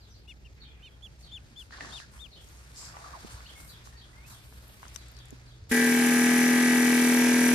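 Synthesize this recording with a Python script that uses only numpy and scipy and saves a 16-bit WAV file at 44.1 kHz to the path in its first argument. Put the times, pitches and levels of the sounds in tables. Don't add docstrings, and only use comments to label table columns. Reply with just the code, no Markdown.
import sys
import numpy as np
from scipy import signal
from scipy.io import wavfile

SR = 44100
rng = np.random.default_rng(int(sys.argv[2]) if len(sys.argv) > 2 else 0)


def elevation(decibels):
    levels = np.asarray(decibels, float)
    return 10 ** (levels / 20)


def bounce(signal):
    frames = np.transpose(np.atleast_2d(signal))
    limited = np.clip(frames, -1, 1)
    pcm = np.round(limited * 32767).astype(np.int16)
    wavfile.write(sys.argv[1], SR, pcm)


N = 332514
TIME = np.arange(N) / SR
CUT_S = 5.7128
SINCE_CUT = np.maximum(TIME - CUT_S, 0)


def rms_one(x):
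    return x / np.sqrt(np.mean(x ** 2) + 1e-20)


def in_time(rows):
    return np.interp(TIME, *np.transpose(rows))


def at_hz(points, hz):
    f, value = np.transpose(points)
    return np.interp(np.log(hz), np.log(f), value)


def pan(x, db):
    return np.array([x * elevation(db / 2), x * elevation(-db / 2)])


def add(out, s, sound):
    i = round(s * SR)
    out[:, i:i + sound.shape[-1]] += sound


def drift(rate):
    step = 40
    r = np.exp(-2 * np.pi * rate * step / SR)
    slow = signal.lfilter([1], [1, -2 * r, r * r], rng.standard_normal(N // step + 2002))[2000:]
    return np.interp(np.arange(N) / step, np.arange(len(slow)), rms_one(slow))


def ring(clicks, hz, t60):
    r, w = elevation(-60 / (t60 * SR)), 2 * np.pi * hz / SR
    return signal.lfilter([0, np.sin(w)], [1, -2 * r * np.cos(w), r * r], clicks + 1e-18)


def blurred(hz, blur_hz):
    r = np.exp(-np.pi * blur_hz / SR)
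    clear = blur_hz < 30
    draw = rng.standard_normal((2, 2, len(hz) + 4096))
    if clear:
        draw = draw[:, [0, 0]]
    wobble = signal.lfilter([1], [1, -2 * r, r * r], draw[0] + 1j * draw[1])[:, 4096:]
    if clear:
        wobble = wobble + 2 * np.abs(wobble).mean()
    carrier = np.exp(2j * np.pi * np.cumsum(hz) / SR)
    return rms_one(np.real(wobble * carrier))


def smeared(notes):
    out = np.zeros((2, N))
    for s, length, start_hz, end_hz, blur_hz, db in notes:
        u = TIME[:round(2 * length * SR)] / length
        swell = np.minimum(u / .1, 1) * np.exp(-(u / .95) ** 3)
        glide_hz = start_hz + (end_hz - start_hz) * np.minimum(u, 1)
        add(out, s, elevation(db) * swell * blurred(glide_hz, blur_hz))
    return out


def banded_noise(spectrum, alike, swell_db, patchy_db, grain):
    out, edges = 0, 20 * 2 ** np.arange(0, 9.9, .5)
    white = rng.standard_normal((2, 2, N)) * grain
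    for k, (low, high) in enumerate(zip(edges, edges[1:])):
        band = signal.butter(2, [low, high], "band", fs=SR, output="sos")
        mid, side = signal.sosfilt(band, white[k % 2])
        hz = np.sqrt(low * high)
        same = np.clip(at_hz(alike, hz), -1, 1)
        gain = elevation(at_hz(spectrum, hz) + swell_db(hz) + patchy_db * drift(4.9))
        out = out + gain * (np.sqrt(1 + same) * mid + np.sqrt(1 - same) * side * [[1], [-1]])
    return out


# f/Hz, bandwidth/Hz, first level/dB, level at the scene change/dB
DRONES = [
    (61.7, 13.5, -55.5, -53),
    (121.8, 3.9, -73.5, -56),
    (11860, 140, -84.5, -110),
]


def drones():
    out = 0
    for hz, blur_hz, first_db, last_db in DRONES:
        level_db = first_db + (last_db - first_db) * TIME / CUT_S
        out = out + elevation(level_db) * blurred(np.full(N, hz), blur_hz)[0]
    return out


# f/Hz, density level/dB per Hz
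LAWN_COLOUR = [(12, -44), (20, -32), (46, -2.5), (64, -6.5), (96, -6.5), (127, -9), (208, -18), (306, -19),
               (593, -23), (1060, -23.5), (1940, -20.5), (2110, -23), (2490, -27), (4080, -25.5),
               (14500, -39)]
# f/Hz, likeness
LAWN_ALIKE = [(60, 0.82), (180, 0.847), (540, 0.5), (1600, 0.31), (4790, 0.27), (14300, 0.28)]
# t/s, level/dB
STIR = [(0, -6), (.44, -11), (1.0, -7), (1.55, -5.5), (2.3, -4.5), (2.9, 2), (3.6, 1.5), (4.05, -3.5),
        (4.5, -2), (4.9, 1), (5.3, -2.5), (5.5, -3), (5.72, -8.5)]
# f/Hz, share of the swing
STIR_SHARE = [(200, 0.029), (500, 0.28), (1100, 0.96), (6500, 0.87), (12000, 1.94)]
# t/s, length/s, level over the usual rustle/dB, centre f/Hz
RUSTLES = [(0.26, 0.043, -4, 8000), (1.02, 0.027, -6, 10000), (1.177, 0.053, 1, 8100),
           (1.57, 0.05, 4, 7900), (1.708, 0.16, 10, 1190), (1.702, 0.17, 8, 4340), (1.782, 0.17, 10.5, 890),
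           (1.801, 0.2, 10, 5200), (2.102, 0.11, 5, 9050), (2.122, 0.058, 4.5, 1360),
           (2.39, 0.4, 0.5, 10000), (2.74, 0.13, 10, 7350), (2.787, 0.12, 7, 1100), (2.92, 0.26, 10.5, 983),
           (3.2, 0.19, 7.5, 910), (3.297, 0.022, 10.5, 8870), (3.54, 0.12, 7.5, 11000),
           (3.656, 0.034, 13, 11000), (3.83, 0.03, 9, 7600), (4.254, 0.081, 13, 11000),
           (4.268, 0.077, 6, 1200), (4.824, 0.036, -3, 1600), (4.925, 0.022, 11, 10000),
           (5.298, 0.024, 7, 280), (1.796, 0.088, 11.5, 298), (4.418, 0.46, 4.5, 12700),
           (2.953, 0.43, 5, 6200), (0.554, 0.25, -5, 1820), (3.893, 0.414, -1.5, 1200)]


def lawn():
    attack_s, release_s, reach_octaves = 0.028, 0.045, 1
    coarse = TIME[::64]
    s, length, db, centre_hz = np.transpose(RUSTLES)[..., None]
    rise = np.clip((coarse - s) / attack_s, 0, 1) ** 2
    decay = np.exp(-2 * np.maximum(coarse - s - length, 0) / release_s)
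    rustle_power = elevation(2 * db) * rise * decay
    stir_db = np.interp(coarse, *np.transpose(STIR))

    def swell_db(hz):
        reach = np.exp(-2 * (np.log2(hz / centre_hz[:, 0]) / reach_octaves) ** 2)
        power = elevation(2 * at_hz(STIR_SHARE, hz) * stir_db) + reach @ rustle_power
        return np.interp(TIME, coarse, 10 * np.log10(power))

    grain = elevation(1.25 * drift(67))
    left, right = banded_noise(LAWN_COLOUR, LAWN_ALIKE, swell_db, patchy_db=1.42, grain=grain)
    return elevation(-29.5) * np.array([left, np.roll(right, 10)])


# t/s, f/Hz, level/dB
FAR_BIRDS = [(.0, 4220, -64), (.09, 5280, -63), (0.599, 3920, -55), (1.223, 4000, -55.5), (2.31, 3830, -55),
             (3.441, 3920, -56), (3.678, 4080, -57), (3.964, 4020, -57.5), (4.286, 4030, -60),
             (4.965, 4160, -61.5), (5.145, 4090, -58.5), (5.457, 4160, -62.5)]
# delay/s, length/s, first share of f, last share of f, bandwidth share of f, level/dB
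CALL = [
    (.001, .07, 1.13, 1.11, .025, -1),
    (.014, .065, 1.02, .92, .08, -1),
    (.046, .06, .81, .8, .08, -2.5),
    (.062, .09, .89, .84, .09, -4),
]
# t/s, length/s, first f/Hz, last f/Hz, level/dB
WHISTLES = [(.624, .25, 2400, 2450, -68), (.905, .06, 3350, 3200, -65), (3.457, .022, 2650, 3390, -52),
            (3.492, .02, 2920, 3530, -54), (3.552, .095, 2170, 2165, -54.5), (3.9, .15, 1820, 1840, -65),
            (4.125, .05, 1980, 2070, -63), (4.165, .055, 2070, 2190, -58), (4.212, .07, 2200, 2770, -60)]


def far_birds():
    notes = []
    for s, hz, db in FAR_BIRDS:
        for delay, length, first, last, blur, note_db in CALL:
            level_db = db + note_db + rng.normal(0, 1.5)
            notes.append((s + delay, length, first * hz, last * hz, blur * hz, level_db))
    for s, length, start_hz, end_hz, db in WHISTLES:
        blur_hz = 5 * 2 ** ((-50 - db) / 3.5)
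        notes.append((s, length, start_hz, end_hz, blur_hz, db))
    echoes = [(s + 0.026, 1.5 * length, start_hz, .96 * end_hz, 4.1 * blur_hz, db - 13.0)
              for s, length, start_hz, end_hz, blur_hz, db in notes]
    return smeared(notes) + smeared(echoes)


# t/s, peak level/dB, f/Hz
THUMPS = [(1.339, -43, 70.6), (3.337, -37, 84), (5.614, -35, 84), (5.681, -41, 90)]


def thumps():
    out = np.zeros((2, N))
    t = TIME[:4096]
    for s, db, hz in THUMPS:
        cycles_done = np.minimum(t * hz / 2.26, 1)
        add(out, s, elevation(db) * np.sin(2 * np.pi * hz * t) * np.sin(np.pi * cycles_done) ** 2)
    return out


# t/s, peak level/dB, f/Hz
KNOCKS = [(1.708, -45, 1640), (1.785, -43, 1090), (1.808, -31, 1850), (1.848, -37.5, 1110), (2, -37, 1660),
          (2.942, -45.5, 1190), (2.968, -37.5, 1190), (3.247, -41.5, 217), (3.405, -42.5, 1420),
          (3.601, -46, 1350), (3.872, -45, 1190), (4.525, -48.5, 1050), (4.83, -40.5, 1060),
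          (4.838, -44, 1540), (4.853, -42.5, 1400), (4.865, -46, 990), (4.96, -45, 1130),
          (5.326, -44.5, 263)]


def knocks():
    out, click = np.zeros((2, N)), np.arange(2048) == 0
    for s, db, hz in KNOCKS:
        rub = rng.standard_normal((2, 2048)) * elevation(-60 * TIME[:2048] / 0.015)
        body = ring(click + 0.38 * rub, hz, 16 / hz)
        upper = 0.59 * ring(rub, 1.38 * hz, 2.8 / hz)
        add(out, s, elevation(db - 6.0) * (body + upper))
    return out


# t/s, length/s, first f/Hz, last f/Hz, level/dB
SWISHES = [(1.718, 0.058, 1700, 1815, -48.5), (1.795, 0.13, 1856, 1700, -48),
           (2.006, 0.052, 1720, 1540, -52.5), (2.76, 0.17, 5200, 4970, -50),
           (2.759, 0.15, 7430, 7250, -48.5), (2.933, 0.083, 1222, 896, -58),
           (3.038, 0.051, 1187, 1184, -48), (3.133, 0.045, 1233, 664, -44)]


def swishes():
    return smeared([(s, length, start_hz, end_hz, 0.22 * start_hz, db)
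                    for s, length, start_hz, end_hz, db in SWISHES])


# t/s, peak level/dB, f/Hz, left-right level/dB
SNAPS = [(1.724, -58, 5000, -1), (2.4438, -50, 7600, 14), (2.487, -48, 6900, 20), (2.5713, -47, 6610, 4.5),
         (2.717, -45, 4370, 2.5), (2.745, -43, 4730, 1.5), (2.7604, -38, 5140, 3.0),
         (2.781, -41, 6500, 4.0), (2.795, -48, 5200, 4.0), (2.853, -35, 6500, 6), (2.889, -39, 5000, 4.0),
         (2.8145, -34, 6000, 5.5), (4.6798, -45, 11400, 1.0), (4.8816, -43.5, 6550, 20),
         (4.9445, -37, 6500, 1), (4.9504, -39, 5700, 10.0), (4.9604, -26, 6130, 16), (5.0835, -45, 8000, 9),
         (5.1158, -47, 12600, 17), (5.1665, -41.5, 5530, 15), (5.1886, -46, 6220, 14),
         (5.2551, -43, 7500, -7), (5.2844, -46, 7660, -4), (5.306, -42, 7100, 17), (5.6396, -53, 6150, 3.5)]


def snaps():
    out = np.zeros((2, N))
    for s, db, hz, pan_db in SNAPS:
        crack = rng.standard_normal(2048) * elevation(-60 * TIME[:2048] / 0.013)
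        stalk = 0.39 * ring(crack, hz, 0.0067) + 0.5 * ring(crack, 1.23 * hz, 0.0012)
        add(out, s, pan(elevation(db - 10.5) * stalk, pan_db))
    return out


# t/s, length/s, top f/Hz, last f/Hz, peak level/dB
PEEPS = [(0.274, .055, 2900, 2020, -47.5), (0.277, 0.051, 3590, 2900, -53.5),
         (0.445, 0.033, 2826, 2330, -54), (0.446, 0.0247, 3100, 2900, -61), (.821, 0.067, 3100, 2090, -49),
         (.822, 0.079, 3680, 2960, -57), (.28, .045, 4300, 3800, -72), (0.284, 0.032, 2200, 1900, -68),
         (.83, 0.064, 4250, 3770, -65), (.83, .045, 2500, 2170, -63), (1.022, 0.054, 3470, 2580, -45),
         (1.313, 0.073, 3570, 2360, -41), (1.558, 0.073, 3520, 2580, -43.5),
         (1.915, 0.082, 3690, 2260, -43), (2.189, 0.084, 3650, 2290, -48.5)]
# t/s, left-right level/dB
CHICK_PAN = [(.3, 7), (.46, 7), (.85, -5), (1.05, -7), (1.35, 7), (1.6, 7), (1.95, 10), (2.23, 17)]
OVERTONES_DB = [-21, -30, -33]


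def chick():
    out = np.zeros((2, N))
    for s, length, top_hz, end_hz, db in PEEPS:
        start_hz = top_hz - .55 * (top_hz - end_hz)
        u = np.arange(round(length * SR)) / (length * SR)
        rise, fall = (top_hz - start_hz) ** 0.52, (top_hz - end_hz) ** 0.54
        top = rise / (rise + fall)
        climbing_hz = top_hz - (top_hz - start_hz) * np.abs(1 - u / top) ** 3.1
        falling_hz = top_hz - (top_hz - end_hz) * np.abs((u - top) / (1 - top)) ** 2.2
        phase = 2 * np.pi * np.cumsum(np.where(u < top, climbing_hz, falling_hz)) / SR
        voice = np.sin(phase)
        for k, overtone_db in enumerate(OVERTONES_DB, 2):
            voice = voice + elevation(overtone_db) * np.sin(k * phase)
        effort = np.sin(np.pi * u ** 1.11) ** 0.53
        add(out, s, pan(elevation(db) * effort * voice, np.interp(s, *np.transpose(CHICK_PAN))))
    return out


# f/Hz, density level/dB per Hz
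OIL = [(20, -34), (90, -31), (150, -23.5), (250, -20.5), (400, -22.5), (650, -24), (1100, -24.5),
       (1440, -25.5), (1620, -14.5), (2400, -19), (4000, -25.5), (6000, -23), (10000, -25.5), (13000, -25),
       (15000, -33)]
# f/Hz, likeness
OIL_ALIKE = [(60, 0.48), (150, 0.46), (600, 0.32), (2000, 0.29), (6000, 0.23), (14000, 0.12)]


def oil_hiss(ports):
    hiss = banded_noise(OIL, OIL_ALIKE, lambda hz: 0, patchy_db=0.8, grain=elevation(1.43 * ports))
    return elevation(-30) * rms_one(hiss)


# f/Hz, bandwidth/Hz, level/dB, throb per turn/dB
PORT_WHISTLES = [
    (9944, 240, -39.5, 3),
    (8240, 240, -48, 1),
    (6900, 1260, -46.5, 4),
]


def port_whistles(ports):
    out = 0
    for hz, width_hz, db, throb_db in PORT_WHISTLES:
        out = out + elevation(db + throb_db * ports + drift(6.8)) * blurred(np.full(N, hz), width_hz)
    return 0.03 * out[0] + 1.02 * out


def passes(turns, at):
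    return np.diff(np.floor(turns - at), prepend=0) > 0


def knocked(turns, at, modes, jitter_db, rattle):
    blows = passes(turns, at)
    out = 0
    for hz, db, t60, pan_db, swing in modes:
        loose = rng.standard_normal(N) + .5 * rng.standard_normal((2, N))
        push = blows * elevation(jitter_db * drift(4.3)) + rattle * loose
        cushioned = ring(push, hz, .009)
        out = out + swing * elevation(db) * pan(np.ones(N), pan_db) * ring(cushioned, hz, t60)
    return rms_one(out)


# f/Hz, level/dB, t60/s, left-right level/dB, first swing in or out
VALVE = [
    (5834, 5, 0.0096, -4, 0.96),
    (5280, -7, 0.0049, -1.5, -0.92),
    (6130, -6, 0.032, 0, -0.93),
]


def valve_ring(turns, pressure, flow):
    level_db = -49 + 10.5 * pressure - 3 * flow
    return elevation(level_db) * knocked(turns, .98, VALVE, jitter_db=1.5, rattle=.012)


CLACK_TURN = .164
# f/Hz, level/dB, t60/s, left-right level/dB, first swing in or out
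CASING = [
    (1340, -17, .05, -1.5, 1),
    (2500, -12, .07, 3.0, 1),
    (2670, -9, .04, 3.0, 1),
    (2990, -11, .03, 1.5, 1),
]


def casing_knock(turns, pressure, flow):
    level_db = -52.5 + 5.5 * pressure + 4.2 * flow
    metal = elevation(level_db) * knocked(turns, .1, CASING, jitter_db=1.1, rattle=.003)
    seated = passes(turns, CLACK_TURN) * elevation(-30 + 1.5 * drift(12))
    clack_hz = 2200
    clack = np.gradient(ring(seated, clack_hz, .003)) * SR / (2 * np.pi * clack_hz)
    return metal + pan(clack, 2.2)


# multiple of the shaft speed, level/dB
ORDERS_DB = [(1, -47), (2, -47), (3, -34), (4, -23), (5, -25), (6, 0), (7, -18), (8, -18), (9, -23),
             (10, -20), (11, -13), (12, -33), (13, -27), (14, -27), (15, -39), (16, -28), (17, -27),
             (18, -30), (19, -34), (20, -23), (21, -29), (22, -29), (23, -26), (24, -31), (25, -34),
             (26, -32), (27, -38), (28, -35), (29, -35), (30, -27)]
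# multiple, level at rest/dB, gain with flow/dB, gain while cold/dB
SINGING = [(8, -17.5, -1, -4), (10, -20, 0, -3), (11, -13, -2, 4), (13, -23, -8, -2), (14, -25, -5, -2),
           (16, -26, -7, -6), (20, -26, 5, 5), (23, -23, -13, -6), (30, -31, 7, -8), (33, -29, -2, -2),
           (36, -31, -2, -8), (37, -35, 0, 13), (38, -22, 2, -12), (39, -17.5, -1, 8), (40, -18, -22, 7),
           (41, -36, 11, 0), (42, -28, 15, 3), (43, -17, -22, 9), (44, -27, 4, 1), (45, -30, 3, 12),
           (46, -29, -3, 7), (47, -24, 12, -8), (48, -21, -4, 12), (50, -29, 9, 0), (51, -35, 2, 17),
           (52, -30, 0, -12), (53, -27, -3, -2), (54, -24, 1, -5), (55, -27, 7, 4), (56, -22, 0, 5),
           (57, -24, 1, 2), (58, -33, 4, 3), (59, -26, -3, 2)]
RINGS_LATE = (39, 40, 41)


def shaft_orders(strokes, turns, pressure, flow):
    pistons = 6
    cold = np.exp(-(SINCE_CUT / .3) ** 2)
    linger = np.exp(-(SINCE_CUT / .52) ** 2)
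    hum = 0
    steady = [(order, db, 0, 0) for order, db in ORDERS_DB[2:] if order not in np.transpose(SINGING)[0]]
    for order, db, flow_db, cold_db in steady + SINGING:
        late, whine = order in RINGS_LATE, order > 36
        lag, scatter = rng.random(2)
        if order > 10:
            start = .2 - order * CLACK_TURN + (.25 if whine else .5) * (scatter - .5)
        else:
            start = (pistons - order) * -.08
        start -= .25 * late
        lags = np.array([[0], [.008 * order * (lag - .5)]])
        angle = order * (strokes if order == pistons else turns) + start + lags
        unsteady_db = (.08 * min(order, 12) * drift(1.2) - .5) * (order != pistons)
        level_db = db + unsteady_db + flow_db * flow + cold_db * (linger if late else cold) + 1.03 * whine
        tone = elevation(level_db) * np.cos(2 * np.pi * angle)
        hum = hum + tone * elevation((.75 + whine) * np.array([[1], [-1]]))
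    return np.sqrt(2) * elevation(-25 + 3.31 * pressure - 0.36 * flow) * hum


# t/s, f/Hz
SHAFT = [(5.71, 40.5), (6.0, 40.62), (6.4, 40.88), (6.75, 40.95), (7.54, 40.95)]
# t/s, flow 0-1
FLOW = [(5.71, 0.06), (5.86, 0.06), (6.0, 0.83), (6.25, 0.88), (6.7, 0.93), (6.95, 0.71), (7.2, 0.07),
        (7.4, 0), (7.54, .0)]


def press():
    pressure = 1 - np.exp(-SINCE_CUT / 0.21)
    flow = in_time(FLOW)
    strokes = np.cumsum(in_time(SHAFT)) / SR
    strokes = strokes - strokes[round(5.7988 * SR)]
    turns = strokes - .022 * np.exp(-SINCE_CUT / .4)
    ports = np.cos(2 * np.pi * (turns - .78))
    left, right = oil_hiss(ports) + port_whistles(ports) + valve_ring(turns, pressure, flow)
    airborne = np.array([np.roll(left, 2), right])
    return shaft_orders(strokes, turns, pressure, flow) + casing_knock(turns, pressure, flow) + airborne


def lead_hiss():
    swell = np.clip((TIME - CUT_S) / 0.021 + 1, 0, 1) ** 0.49
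    return elevation(-38.5) * swell * rng.standard_normal((2, N))


def scene():
    cut = np.clip((TIME - CUT_S) / 0.0012, 0, 1)
    outdoors = drones() + lawn() + far_birds() + thumps() + knocks() + swishes() + snaps() + chick()
    return (1 - cut) * (outdoors + lead_hiss()) + cut * press()


def roll_off(x):
    return signal.sosfilt(signal.butter(12, 14650, fs=SR, output="sos"), x)


def record(dry):
    top = signal.cheby2(12, 70, 15300, fs=SR, output="sos")
    mix = signal.sosfilt(top, dry)
    return roll_off(mix)


dry = scene()
out = record(dry)
bounce(out)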